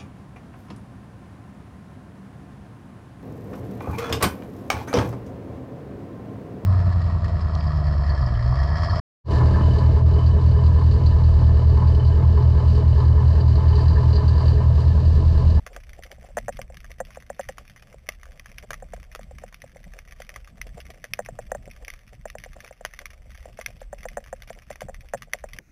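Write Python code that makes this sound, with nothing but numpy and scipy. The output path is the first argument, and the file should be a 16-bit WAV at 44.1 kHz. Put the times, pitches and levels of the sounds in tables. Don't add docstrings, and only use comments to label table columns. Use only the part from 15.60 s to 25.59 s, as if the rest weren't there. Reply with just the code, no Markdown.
import sys
import numpy as np
from scipy import signal
from scipy.fft import rfft, irfft, next_fast_len
from scipy.io import wavfile
from scipy.ndimage import map_coordinates

SR = 44100
rng = np.random.default_rng(int(sys.argv[2]) if len(sys.argv) > 2 else 0)


def wrap_up_sound(samples):
    columns = np.atleast_2d(samples).T
    tamed = np.clip(columns, -1, 1)
    steps = np.round(tamed * 32767).astype(np.int16)
    wavfile.write(sys.argv[1], SR, steps)


N = 440559

# t/s, peak level/dB
SHOVES = [(0.785, -49), (0.951, -37.5), (3.252, -43), (3.765, -35.5), (5.151, -33), (5.518, -46),
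          (5.709, -40), (5.728, -36), (6.597, -40), (9.255, -30), (9.554, -42)]
# f/Hz, level/dB
SNAP_TONE = [(300, -25), (650, -5.5), (930, -13), (1180, 0.5), (1400, -6), (1700, 0.5), (2100, 3.5),
             (2600, -1), (3200, -4), (3900, -1.5)]
# f/Hz, level/dB
SOFT_TOUCH_TONE = [(300, -18), (410, -13), (520, -5.5), (600, -4.5), (740, -8), (900, -22), (1800, -32.5),
                   (2200, -34)]


def amp(db):
    return 10 ** (np.asarray(db) / 20)


def unit(x):
    return x / np.sqrt(np.mean(x ** 2) + 1e-20)


def value_at(points, hz):
    freqs, values = np.transpose(points)
    return np.interp(np.log(hz + 1), np.log(freqs), values)


def wobble(rate):
    return map_coordinates(rng.standard_normal(int(N * rate / SR) + 4), [np.arange(N) * rate / SR])


def filtered(x, response):
    size = next_fast_len(len(x) + SR // 2)
    hz = np.fft.rfftfreq(size, 1 / SR)
    return irfft(rfft(x, size) * response(hz), size)[:len(x)]


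def coloured(x, tone):
    return unit(filtered(x, lambda hz: amp(value_at(tone, hz))))


def resonant(x, modes):
    def response(hz):
        return sum(amp(db) * (hz * width) ** 2 / ((centre ** 2 - hz ** 2) ** 2 + (hz * width) ** 2)
                   for centre, width, db in modes)
    return unit(filtered(x, response))


def ring_of(tone, delays=None, size=2048):
    hz = np.fft.rfftfreq(size, 1 / SR)
    cepstrum = irfft(np.log(amp(value_at(tone, hz))))
    cepstrum[1:size // 2] *= 2
    cepstrum[size // 2 + 1:] = 0
    phase_lag = 0 if delays is None else 2 * np.pi * np.cumsum(value_at(delays, hz)) * SR / size
    return irfft(np.exp(rfft(cepstrum) - 1j * phase_lag))[:size // 2]


def add(track, start_s, sound):
    start = min(max(round(start_s * SR), 0), N)
    track[start:start + len(sound)] += sound[:N - start]


def water(swell_db=2.5, gust_db=4.0, eddy_db=-13, eddy_s=0.015):
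    # t/s, rumble level/dB, churn level/dB
    flow = [(0, -45, -59), (0.25, -41, -57.5), (0.6, -45.5, -56), (0.95, -44.5, -52), (1.4, -47, -57.5),
            (2.4, -46, -55.5), (2.66, -44, -61), (2.85, -46, -57), (3.2, -43.5, -55.5), (4.2, -52.5, -57),
            (4.55, -45, -56.5), (4.85, -46.5, -61), (5.15, -39, -52), (5.4, -49.5, -55.0),
            (5.8, -44.5, -50.5), (6.35, -47, -62), (6.65, -47, -58), (7.4, -55, -60.5), (7.7, -44, -57.5),
            (8.9, -50.5, -57), (9.25, -42.5, -56), (9.6, -50, -61), (9.99, -48.0, -54)]
    # f/Hz, width/Hz, level/dB
    sway_modes = [(27.4, 16, -13), (35.9, 16.5, -4), (63.5, 9.7, -6)]
    # f/Hz, width/Hz, level/dB
    body_modes = [(112.7, 25, 2.5), (156, 40, -9), (193.4, 97, -10)]
    t = np.arange(N) / SR
    times, *levels = np.transpose(flow)
    rumble_db, churn_db = [np.interp(t, times, level) for level in levels]
    rumble = amp(rumble_db + swell_db * wobble(5.6)) * resonant(rng.standard_normal(N), sway_modes)
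    eddies = sum(amp(db + eddy_db) * np.exp(-np.abs(t - s) / eddy_s) for s, db in SHOVES)
    churn_gain = amp(churn_db + swell_db * wobble(12)) + eddies
    lumpy_noise = amp(gust_db * wobble(40)) * rng.standard_normal(N)
    return rumble + churn_gain * resonant(lumpy_noise, body_modes)


def nudges(width_s=0.002):
    out = np.zeros(N)
    offset = (np.arange(SR // 10) / SR - 0.05) / width_s
    push = (1 - offset ** 2) * np.exp(-offset ** 2 / 2)
    for s, db in SHOVES:
        add(out, s - 0.05, amp(db) * push)
    return out


def shrimp_sizzle(level_db=-63.0, swing_db=2.2, pops_per_s=1500):
    pops = (rng.random(N) < pops_per_s / SR) * rng.standard_normal(N)
    return amp(level_db + swing_db * wobble(13)) * coloured(pops, SNAP_TONE)


def far_snaps(faintest_db=-53.0, spread_db=6.0, loudest_db=-37.5, centre_hz=1950, octaves=1.04,
              tilt_db=4.5, surface_db=-9, count=640):
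    rows = []
    for when, size, pitch, tilt in rng.random((count, 4)):
        db = min(faintest_db - spread_db * np.log(1 - size), loudest_db)
        hz = centre_hz * 2 ** (octaves * (pitch - .5))
        rows.append((when * N / SR, db, hz, tilt_db * (2 * tilt - 1), surface_db))
    return rows


def snap(db, hz, ring_s=0.012, echo_s=0.098, echo_db=-16, near_db=-28, wall_hz=680, wall_db=-11):
    size = 3000
    t = np.arange(size) / SR
    noise = rng.standard_normal((2, size // 5))
    ragged = unit(noise[1] * np.abs(noise[1]))
    crack, echo = signal.resample([noise[0], ragged], size, axis=1)
    stray_hz = hz * 2 ** (rng.random() - 2 / 3)
    modes = [(hz, 1), (stray_hz, .5), (wall_hz, amp(wall_db))]
    ring = sum(gain * np.sin(2 * np.pi * f * t) for f, gain in modes)
    crack_s = np.interp(db, [-35, -14], [.018, .011])
    echo *= amp(echo_db - 0.58 * max(db - near_db, 0))
    return ring * 1000 ** (-t / ring_s) + crack * 1000 ** (-t / crack_s) + echo * 1000 ** (-t / echo_s)


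def shrimp(crest_db=7, tilt_limit_db=5.5, tilt_top_hz=3000, surface_delay_s=.009):
    # t/s, rough peak level/dB, ring f/Hz, brightness before the limit/(dB per octave),
    # surface echo compared with the snap/dB
    near_snaps = [(0.064, -26, 1900, -4.5, -6.5), (0.1634, -27, 1590, -11, -24),
                  (0.332, -34.5, 2010, 2, -25), (0.435, -28.5, 1800, 5, -9.5),
                  (0.5154, -29.5, 1630, 4, -12), (0.7856, -24.0, 2000, 4, -33),
                  (0.9695, -33.5, 2100, 5, -22), (1.0156, -26, 2150, -3.5, -16),
                  (1.1698, -31.5, 1680, 10.5, -23), (1.244, -32.5, 1660, -8, -7),
                  (1.3158, -30, 1930, 10, -32), (1.81, -32, 1890, 6, -30), (1.888, -22.5, 1770, 11.5, -29),
                  (1.9822, -26, 1140, -3.5, -32), (2.4888, -14.5, 2130, -4, -20),
                  (2.6317, -33, 1180, -1, -15), (2.7959, -29.5, 1960, -2.5, -24),
                  (2.8584, -31.5, 1690, -2.5, -10), (2.9826, -25.0, 2250, 3, -27),
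                  (3.106, -18.5, 1580, -2.5, -12), (3.1314, -23, 1850, -3, -3), (3.5498, -24, 1280, -3, -6),
                  (3.7845, -32.5, 2120, -7.5, -26), (3.943, -30, 2140, 8, -27),
                  (4.0187, -29.5, 2000, 2, -15), (4.336, -34.5, 1680, -2.5, -22),
                  (4.3886, -29, 2140, -1, -27), (4.5228, -32, 1950, 1.5, -11), (4.619, -30, 1970, -1, -18),
                  (4.692, -26, 1880, -4.5, -8.5), (4.7604, -24.5, 2060, -7, -29),
                  (5.0146, -18.5, 2010, 11, -20), (5.2024, -31.5, 1710, 6, -6),
                  (5.3032, -31.5, 1210, 6, -25), (5.4413, -22, 1700, -3.5, -11),
                  (5.5354, -11.5, 2480, 1.5, -30), (5.661, -27, 2050, -8, -30), (6.1117, -33, 2210, 8, -28),
                  (6.2484, -30, 2320, 7, -19), (6.2803, -23.5, 2140, -3, -24),
                  (6.3017, -23.5, 2100, 5, -29), (6.3373, -33.0, 2400, -3.5, -19),
                  (6.7003, -27, 1880, 7, -25), (6.784, -30.0, 2080, 8, -26), (6.838, -25.5, 2150, 1, -6),
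                  (7.0037, -31, 1700, -1, -25), (7.046, -31.5, 2500, -7, -17),
                  (7.2502, -13, 1530, -1.5, -11.5), (7.3365, -28.5, 1930, -1, -10),
                  (7.3899, -24.0, 1940, 5, -23), (7.415, -35, 1950, -7, -20),
                  (7.4562, -22, 2170, 0.5, -11.5), (8.0119, -26.0, 2120, -1, -12),
                  (8.0612, -14.5, 2130, 1.5, -26), (8.431, -30.5, 1900, -5, -5),
                  (8.4855, -26.5, 2000, 5, -21), (8.8209, -30, 2000, 0.5, -30), (8.8977, -33, 2250, 5, -26),
                  (9.112, -31.0, 2080, -7, -14), (9.157, -32, 1940, -6, -24), (9.2065, -27.5, 1580, -2, -8),
                  (9.344, -31, 1950, -2, -13), (9.6212, -26.5, 1860, 2, -8), (9.734, -10, 2010, 0, -28),
                  (9.9331, -28.5, 2000, 5, -12), (9.9866, -21.5, 1740, 6, -14)]
    out = np.zeros(N)
    for s, db, hz, tilt, surface_db in far_snaps() + list(near_snaps):
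        slope_db = np.clip(tilt, -tilt_limit_db, tilt_limit_db)
        tone = [(f, level + slope_db * np.log2(min(f, tilt_top_hz) / hz)) for f, level in SNAP_TONE]
        click = signal.fftconvolve(snap(db, hz), ring_of(tone, size=1024))
        attack_strength = np.std(click[:SR // 500])
        click = amp(db - crest_db) * click / attack_strength
        add(out, s, click)
        add(out, s + surface_delay_s, -amp(surface_db) * click)
    return out


def rubbing(rub_db=-69, swing_db=4, touch_db=-51, spread_db=5, touches=60):
    out = amp(rub_db + swing_db * wobble(18)) * coloured(rng.standard_normal(N), SOFT_TOUCH_TONE)
    for when, size in rng.random((touches, 2)):
        add(out, when * N / SR, tap(touch_db + spread_db * (2 * size - 1)))
    return out


def rattles(width_s=0.0093, contacts_per_s=350, faint_db=-55, spread_db=3, faint_count=20):
    # t/s, level/dB
    bursts = [(0.116, -50), (0.171, -46.5), (0.398, -44.5), (0.46, -50.5), (0.52, -45), (0.64, -46.5),
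              (0.7, -51), (1.307, -51), (2.343, -47), (3.04, -44.5), (3.114, -44.5), (3.557, -46.5),
              (4.37, -51), (4.774, -56), (5.065, -48), (5.178, -40.5), (5.307, -45.5), (5.449, -50.5),
              (6.074, -43), (6.229, -48.5), (6.531, -50.5), (6.974, -48.5), (7.048, -49), (7.893, -48),
              (8.094, -48.5), (8.973, -50.5)]
    faint_bursts = [((k + when) / faint_count * N / SR, faint_db + spread_db * (2 * size - 1))
                    for k, (when, size) in enumerate(rng.random((faint_count, 2)))]
    t = np.arange(SR // 10) / SR - 0.05
    swell = np.exp(-(t / width_s) ** 2 / 2)
    swell_strength = np.sqrt(np.mean(swell ** 2))
    ring = ring_of(SOFT_TOUCH_TONE)
    out = np.zeros(N)
    for s, db in faint_bursts + bursts:
        contacts = (rng.random(len(t)) < contacts_per_s / SR) * rng.random(len(t))
        buzz = signal.fftconvolve(contacts * swell, ring)[:len(t)]
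        add(out, s - 0.05, amp(db) * unit(buzz) * swell_strength)
    return out


def tap(db, firm_db=-20, highs_hz=1000, dulling=0.62, max_extra_db=3):
    # f/Hz, level/dB
    shell_tone = [(120, -51.5), (210, -8.5), (300, -32), (410, -14), (525, 3), (740, -0.5), (900, -13),
                  (1250, -17.5), (1550, -14), (1750, -10.5), (1920, -12), (2080, -37), (2500, -28.5),
                  (3100, -38), (3800, -37.5)]
    # f/Hz, delay/s
    travel_times = [(300, 0.00047), (550, 0.0017), (800, 0.00208), (1200, 0.00077), (1800, 0.00042)]
    highs_db = dulling * min(db - firm_db, max_extra_db)
    tone = [(hz, level + highs_db / (1 + (highs_hz / hz) ** 4)) for hz, level in shell_tone]
    ring = ring_of(tone, travel_times)
    return amp(db) * ring / np.abs(ring).max()


def bouncing_taps(bounces=3, flight_ratio=0.632, bounce_loss_db=10, settle_db=-22, settle_s=0.016):
    # t/s, peak level/dB, first flight/s, drop in level at the first bounce/dB
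    strikes = [(0.0658, -37, .004, 14), (0.1629, -35, 0.003, 5), (0.7696, -15.5, .0084, 2.5),
               (0.7826, -20, 0.0029, 18), (0.8814, -18, .0085, 1.5), (0.9897, -25, 0.0054, 10),
               (1.099, -36, 0.0057, 9), (1.402, -18.5, 0.0057, 5), (1.5703, -29, 0.0034, 19),
               (1.7, -22, .0051, 13), (1.7934, -19.5, 0.0053, 4.5), (1.89, -26, 0.0037, 2.5),
               (3.2226, -31.5, 0.0039, 3), (3.3337, -26, 0.0043, 7), (3.5917, -32, 0.0029, 24),
               (3.709, -37, 0.0038, 4.5), (3.8361, -28, 0.0039, 13), (4.0388, -34.5, 0.0034, 9),
               (4.1583, -36.5, 0.0036, 14), (4.6002, -32, 0.0039, 12), (5.5901, -16.5, 0.01, 10.5),
               (5.6864, -26, .0044, 8), (5.7882, -23, .0063, 9), (5.9168, -16, 0.0055, 26),
               (5.948, -22.5, 0.005, 5.5), (6.654, -23.5, 0.0047, 9), (6.7514, -26.5, 0.0047, 12),
               (6.8593, -34, .004, 10), (6.9632, -34.5, 0.0044, 15), (7.1081, -33, 0.0033, 21),
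               (7.2081, -33, 0.0043, 10), (7.8546, -32, 0.0043, 15), (7.9877, -27, 0.0046, 5),
               (8.2147, -32, 0.0035, 8), (8.328, -25, 0.0051, 5), (8.4531, -23, 0.0059, 8),
               (8.5701, -18.5, 0.0085, 5.5), (8.727, -22, 0.0056, 7), (8.9021, -27, 0.0044, 6.5),
               (9.1032, -25.5, 0.0049, 9), (9.217, -24, .0081, 13), (9.284, -29.5, 0.0038, 8),
               (9.2933, -29, .004, 18), (9.5351, -16, 0.0087, 4), (9.741, -29, .0069, 3),
               (9.8389, -24, .0048, 10)]
    out = np.zeros(N)
    for (s, db, flight_s, drop_db), wait in zip(strikes, rng.random(len(strikes))):
        add(out, s, tap(db))
        add(out, s + settle_s * (1 + wait) / 2, tap(db + settle_db))
        for k in range(bounces):
            s += flight_s * flight_ratio ** k
            add(out, s, tap(db - drop_db - k * bounce_loss_db))
    return out


def scene():
    return (water() + nudges() + bouncing_taps() + rattles() + rubbing() + shrimp() + shrimp_sizzle())[None]


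def record(dry, hiss_db=-68, band_hz=3750, hold_hz=8000, top_hz=15300, treble_db=-3):
    # f/Hz, level/dB
    hiss_tone = [(100, 0), (350, 0), (900, -4), (3900, -9)]
    sound = dry[0] + amp(hiss_db) * coloured(rng.standard_normal(N), hiss_tone)
    low_pass = signal.butter(12, band_hz, fs=SR, output="sos")
    samples = signal.resample_poly(signal.sosfilt(low_pass, sound), hold_hz, SR)
    steps = signal.resample_poly(np.repeat(samples, 12), SR, 12 * hold_hz)[:N]
    softened = filtered(steps, lambda hz: amp(treble_db * (hz / top_hz) ** 10))
    return filtered(softened, lambda hz: 1 / np.sqrt(1 + (hz / top_hz) ** 80))[None]


dry = scene()
out = record(dry)
wrap_up_sound(out)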